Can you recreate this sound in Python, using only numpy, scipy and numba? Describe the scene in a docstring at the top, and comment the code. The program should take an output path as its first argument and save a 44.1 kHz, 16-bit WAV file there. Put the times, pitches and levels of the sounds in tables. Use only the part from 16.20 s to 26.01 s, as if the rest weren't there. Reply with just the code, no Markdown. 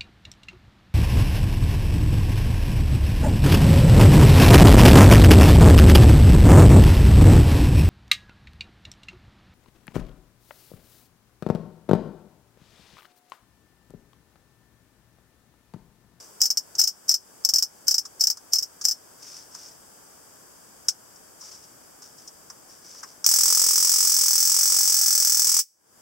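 """A stun gun built into a torch sparks some 43 times a second, close by in a small, quiet room.
Each time its capacitor fills, the air in the gap breaks down with a crack and a low thump.
Before the arc starts, the focus ring ticks through eight short twists by stick-slip friction,
a slide switch snaps, fingers shift their grip and the trigger clicks.
A limiter ducks the room noise under each loud sound."""
import sys
import numpy as np
from scipy import signal
from scipy.fft import rfft, irfft, next_fast_len
from scipy.io import wavfile
from numba import njit

SR = 44100
rng = np.random.default_rng(int(sys.argv[2]) if len(sys.argv) > 2 else 0)


def dump(signal):
    """Clip the signal to [-1, 1] and save it as 16-bit WAV at the path in sys.argv[1]."""
    limited = np.clip(np.atleast_2d(signal).T, -1, 1)
    pcm = np.round(limited * 32767).astype(np.int16)
    wavfile.write(sys.argv[1], SR, pcm)


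N = 432621
TIME = np.arange(N) / SR
TAIL = TIME[:SR // 3]  # time axis of one short sound
FFT_SIZE = next_fast_len(N + SR)
FREQ = np.maximum(np.arange(FFT_SIZE // 2 + 1) * SR / FFT_SIZE, 1)

# spectrum of room air and microphone hiss: (frequency [Hz], relative level [dB])
AIR_SPECTRUM = [(25, 4), (91, 3), (220, 0), (537, -2), (1200, -5.5), (1650, -7), (1900, -13.5), (2770, -18),
                (3170, -14.5), (4200, -25), (4750, -7.5), (6500, -9.5), (8000, -6), (9500, -13),
                (15500, -15)]
# microphone response, with its strong port resonance: (frequency [Hz], gain [dB])
MIC_RESPONSE = [(30, -32.5), (400, -34.5), (1300, -25.5), (1900, -26.5), (3100, -24), (4220, -22),
                (4600, -9.5), (5100, -0.5), (5650, 1.5), (6700, -6), (7950, -8), (9300, -15.5),
                (11400, -17.5), (15300, -17)]
# stereo width of the room and of near sounds: (frequency [Hz], side relative to mid [dB])
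ROOM_WIDTH = [(60, -7), (200, -2), (700, -0.5), (2400, -2), (4400, -1.5), (8000, 1), (15000, -0.5)]
NEAR_WIDTH = [(100, -2), (400, 0), (1300, -2.5), (2500, -12), (5200, -8), (8000, -3), (13000, -1)]
# a faint tick dying away at the very start, then strokes of skin along the barrel:
# (time [s], length [s], relative level [dB])
TICK_AND_STROKES = [(0, 0.0071, -45.5), (2.979, 0.2, -45), (3.3, 0.17, -47.5), (5.185, 0.15, -46),
                    (5.42, .03, -59), (5.82, .015, -47.5), (5.98, .03, -54), (6.48, .05, -52),
                    (6.61, 0.18, -48), (6.863, .05, -55)]
# snaps and taps on the barrel: (time [s], relative level [dB], decay time [s], knock against snap [dB])
BARREL_CLICKS = [(.551, -25, 0.0036, -25), (1.851, -27.5, 0.0079, -14.5), (2.171, -27.5, 0.0034, -15),
                 (2.611, -25.5, 0.0089, -20), (3.348, -29.5, 0.0037, -10), (4.6832, -7, 0.006, -53),
                 (4.688, -16.5, 0.0023, -49), (4.957, -44, 0.0071, -18), (5.208, -36, 0.0074, -18),
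                 (5.224, -41, .004, -6), (5.819, -38, 0.0057, -9), (5.98, -41, .005, -22),
                 (6.074, -33.5, 0.0073, -36), (6.299, -31, 0.005, -8), (6.745, -51, 0.0076, 4),
                 (6.829, -30.5, 0.0094, -1.5), (7.0424, -13.5, 0.0025, -21), (7.048, -20, .005, -22)]
# twists of the focus ring:
# (tick level [dB], change from first tick to last [dB], drag level [dB], tick times [s])
TWISTS = [(-5.5, -3, -19.5, (.216, .235, .255, .303, .372)), (-3, -0.5, -11.5, (.595, .614, .637, .673)),
          (-0.5, -4.5, -19, (.893, .913, 0.94)),
          (-8, 4.5, -36.5, (1.249, 1.289, 1.337, 1.359, 1.383, 1.424)),
          (-5.5, -2, -19, (1.681, 1.710, 1.742, 1.781)), (-9, 2.5, -22, (2.009, 2.037, 2.070, 2.100)),
          (-6.5, -8.5, -23, (2.334, 2.355, 2.384, 2.425)), (-8, -3.5, -20, (2.652, 2.684, 2.711))]
# modes of the barrel and of the ring: (frequency [Hz], bandwidth [Hz], relative gain [dB])
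BARREL_MODES = [(1520, 460, 10), (3600, 4100, 8), (5100, 320, 2), (6400, 3100, -1), (9200, 1400, -44.5),
                (15000, 2000, -6.5)]
RING_MODES = [(850, 74, 8.5), (1510, 1100, 0.5), (3050, 210, -3), (4520, 114, 3.5), (5220, 310, 8.5),
              (6160, 5700, -0.5), (12890, 810, 7.5)]
# crown and microphone port modes rung by sparks: (frequency [Hz], bandwidth [Hz], relative gain [dB])
ARC_MODES = [(5180, 300, -17), (5720, 30, -1), (5820, 310, -16.5), (8006, 220, 0.5), (10100, 130, -11),
             (15700, 440, 0.5)]
# speed of the capacitor's recharge: (time [s], spark rate [1/s])
SPARK_RATE = [(7.06, 39.7), (7.26, 43.4), (7.66, 43.3), (7.72, 45.6), (8.17, 40.8), (8.24, 43.2),
              (8.54, 45.7), (9.2, 40.15), (9.4, 41.8)]
# strength of the arc ahead of the limiter: (time [s], relative level [dB], extra gain of the thump [dB])
ARC_STRENGTH = [(7.06, 8, -21), (7.42, 29.5, -19.5), (7.8, 34, -22), (9.4, 22.5, -21.5)]


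def undb(db):
    """Amplitude ratio of a level in decibels."""
    return 10 ** (np.asarray(db) / 20)


def curve(rows, column=1):
    """Linear interpolation of a table column over time."""
    rows = np.array(rows)
    return np.interp(TIME, rows[:, 0], rows[:, column])


def colour(points):
    """Minimum-phase response through (frequency [Hz], gain [dB]) points."""
    hz, db = np.transpose(points)
    gain = undb(np.interp(np.log(FREQ), np.log(hz), db))
    cepstrum = irfft(np.log(gain), FFT_SIZE)
    cepstrum[1:FFT_SIZE // 2] *= 2
    cepstrum[FFT_SIZE // 2 + 1:] = 0
    return np.exp(rfft(cepstrum))


def resonance(hz, width_hz):
    """Response of a damped oscillator, with gain 1 at resonance."""
    return 1 / (1 + 1j * (FREQ ** 2 - hz ** 2) / (FREQ * width_hz))


def body(modes):
    """Modal superposition: an object responds as the sum of its resonances."""
    return sum(undb(db) * resonance(hz, width) for hz, width, db in modes)


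def stereo(pair, response, width):
    """Mid-side stereo: a pair is filtered at unit power gain; sum and difference give left and right."""
    rms_gain = np.sqrt(np.mean(np.abs(response) ** 2))
    mid, side = rfft(pair, FFT_SIZE) * response / rms_gain
    return irfft([mid + side * width, mid - side * width], FFT_SIZE)[:, :N]


def add(track, time_s, sound):
    """Superposition of a short sound on a track."""
    start = max(int(time_s * SR), 0)
    part = track[:, start:start + sound.shape[1]]
    part += sound[:, :part.shape[1]]


def burst(decay_s, near_db, near_t60, room_db, room_t60, rise=0.6):
    """Incoherent sounds add in power: a noise burst, reflections from nearby surfaces, the faint room."""
    direct = np.exp(-TAIL / decay_s)
    near = undb(near_db - 60 * TAIL / near_t60)
    room = undb(room_db - 60 * TAIL / room_t60)
    onset = 1 - np.exp(-TAIL / (rise * decay_s))  # a longer burst sets in more softly
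    return onset * np.sqrt(direct ** 2 + near ** 2 + room ** 2) * rng.standard_normal((2, len(TAIL)))


def roughness(samples, grain_samples, spread_db):
    """Random amplitude modulation: each grain of friction has its own level."""
    levels_db = spread_db * rng.standard_normal(samples // grain_samples + 1)
    return undb(np.repeat(levels_db, grain_samples)[:samples])


def room_air(level_db=-52.5):
    """Stationary noise: room air and microphone hiss form the background."""
    noise = rng.standard_normal((2, N))
    return undb(level_db) * stereo(noise, colour(AIR_SPECTRUM), colour(ROOM_WIDTH))


def envelope(start_s, length_s, rise_share=0.34, release_s=0.05):
    """Amplitude envelope: linear rise, hold, exponential decay."""
    age = TIME - start_s
    swell = np.clip(age / (rise_share * length_s), 0, 1)
    return swell * np.exp(-np.maximum(age - length_s, 0) / release_s)


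def tick_and_fingers(mic, width):
    """Sliding friction: after a faint opening tick, skin drags over the ribbed barrel in uneven grains."""
    grains = roughness(N, grain_samples=128, spread_db=2.5)
    friction = rng.standard_normal((2, N)) * grains / np.std(grains * rng.standard_normal(N))
    skin = colour([(300, 10.5), (1500, 3.5), (3500, 1.5), (5400, -4.5), (8000, -7.0), (14000, -12.0)])
    level = sum(undb(db) * envelope(start_s, length_s) for start_s, length_s, db in TICK_AND_STROKES)
    return stereo(friction * level, mic * skin, width)


def barrel_clicks(mic, width, gain_db=3):
    """Impact excitation: switches and fingertips ring the barrel; softer blows bring out its hollow."""
    snaps, knocks = np.zeros((2, 2, N))
    for time_s, db, decay_s, knock_db in BARREL_CLICKS:
        impact = burst(decay_s, near_db=-11.5, near_t60=0.081, room_db=-35.5, room_t60=0.16)
        blow = undb(db + gain_db) * impact
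        add(snaps, time_s, blow)
        add(knocks, time_s, undb(knock_db) * blow)
    hollow = resonance(hz=1170, width_hz=750) ** 2
    return stereo(snaps, mic * body(BARREL_MODES), width) + stereo(knocks, mic * hollow, width)


def slip(decay_s, rise=0.29):
    """Friction transient: one gritty scrape of the ring, with its reflections."""
    grit = roughness(len(TAIL), grain_samples=50, spread_db=1.5)
    return grit * burst(decay_s, near_db=-8, near_t60=.075, room_db=-35, room_t60=.22, rise=rise)


def focus_ring(mic, width, gain_db=3, scatter_db=0.9, drag_lead_s=.014):
    """Stick-slip friction: the ring drags, breaks free and ticks on; each slip excites its modes."""
    snap_db, scrape_db = -1, -6
    break_free_db, stopping_db = 2.5, -2  # the first snap is harder; the last tick softens as the hand stops
    slips = np.zeros((2, N))
    for db, change_db, drag_db, ticks in TWISTS:
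        add(slips, ticks[0] - drag_lead_s, undb(drag_db) * slip(decay_s=0.028, rise=0.69))
        for time_s, tick_db in zip(ticks, np.linspace(db, db + change_db, len(ticks))):
            first, last = time_s == ticks[0], time_s == ticks[-1]
            size = undb(tick_db + stopping_db * last + scatter_db * rng.standard_normal())
            snap = undb(snap_db + break_free_db * first) * slip(decay_s=0.0017)
            scrape = undb(scrape_db) * slip(decay_s=0.0096)
            add(slips, time_s, size * (snap + scrape))
    return undb(gain_db) * stereo(slips, mic * body(RING_MODES), width)


def spark_times(start_s=7.0637, end_s=9.40, jitter_s=.0007):
    """Relaxation oscillation: a spark jumps each time the capacitor is full, a little early or late."""
    cycles = np.cumsum(curve(SPARK_RATE) * (TIME > start_s) * (TIME < end_s)) / SR
    times = np.searchsorted(cycles, np.arange(1, cycles[-1])) / SR
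    return np.r_[start_s, times + jitter_s * rng.standard_normal(len(times))]


def crack():
    """Impulsive source: one abrupt crack with its reflections."""
    return burst(.008, near_db=-3, near_t60=.075, room_db=-41, room_t60=.26, rise=.005)


def sparks(mic, width, hop_chance=.3, wander=0.29, scatter_db=0.73, overload=2.07, thump_s=0.0073):
    """Dielectric breakdown: the arc crosses one of two gaps, each with its own echo pattern."""
    gap_cracks = [crack(), crack()]
    # the heated air also thumps: short-lived reflections headed by one pressure pulse
    thump_decay = np.exp(-TAIL / thump_s) / 2
    gap_thumps = thump_decay * rng.standard_normal((2, 2, len(TAIL)))
    gap_thumps[:, 0, 0] += 6
    strength_db, gap = curve(ARC_STRENGTH), 0
    cracks, thumps = np.zeros((2, 2, N))
    for time_s in spark_times():
        size = undb(strength_db[int(time_s * SR)] + scatter_db * rng.standard_normal())
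        pressure = gap_cracks[gap] + wander * crack()  # the arc never takes the same path twice
        add(cracks, time_s, size * np.tanh(overload * pressure))  # its onset overloads the capsule
        thump = gap_thumps[gap] + thump_decay * rng.standard_normal((2, len(TAIL)))
        add(thumps, time_s, size * thump)
        if rng.random() < hop_chance:
            gap = 1 - gap
    thumps *= undb(curve(ARC_STRENGTH, column=2))
    bright = colour([(100, -26.5), (600, -11.5), (2000, -1), (4000, -2.5), (5400, -3.0),
                     (9500, 1.5), (14000, 2.5)])
    ringing = 1 + body(ARC_MODES)
    low = colour([(100, -9.0), (380, 2.0), (650, -1.5), (1300, -1.0), (2000, -17.0), (4500, -34)])
    return stereo(cracks, mic * bright * ringing, width) + stereo(thumps, mic * low, width)


def scene(lean_db=1.0):
    """Level difference sets direction: handling and room lean to the left, the arc is straight ahead."""
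    mic, width = colour(MIC_RESPONSE), colour(NEAR_WIDTH)
    handling = focus_ring(mic, width) + barrel_clicks(mic, width) + tick_and_fingers(mic, width)
    balance = undb([[lean_db], [-lean_db]])
    return (handling + room_air()) * balance + sparks(mic, width)


@njit
def gain_reduction(excess, attack, max_growth, release):
    """Envelope following: the reduction climbs to each peak at a limited speed and relaxes towards 1."""
    reduction, held = np.empty(len(excess)), 1.
    for i in range(len(excess)):
        if excess[i] > held:
            held = min(held + (excess[i] - held) * attack, held * max_growth)
        else:
            held += (1 - held) * release
        reduction[i] = held
    return reduction


def record(dry, ceiling_db=-10.5, attack_s=0.0015, slew_db_per_s=60000, release_s=0.079):
    """Peak limiting: the gain drops fast and recovers slowly; the first spark outruns it and clips."""
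    low_cut_hz, top_hz = 200, 15800
    excess = np.abs(dry).max(axis=0) / undb(ceiling_db)
    max_growth = float(undb(slew_db_per_s / SR))
    reduction = gain_reduction(excess, 1 / (attack_s * SR), max_growth, 1 / (release_s * SR))
    limited = np.clip(dry / reduction, -1, 1)
    low_cut = signal.butter(1, low_cut_hz, "high", fs=SR, output="sos")
    high_cut = signal.ellip(12, .2, 70, top_hz, fs=SR, output="sos")
    return signal.sosfilt(np.vstack([low_cut, high_cut]), limited)


dry = scene()
out = record(dry)
dump(out)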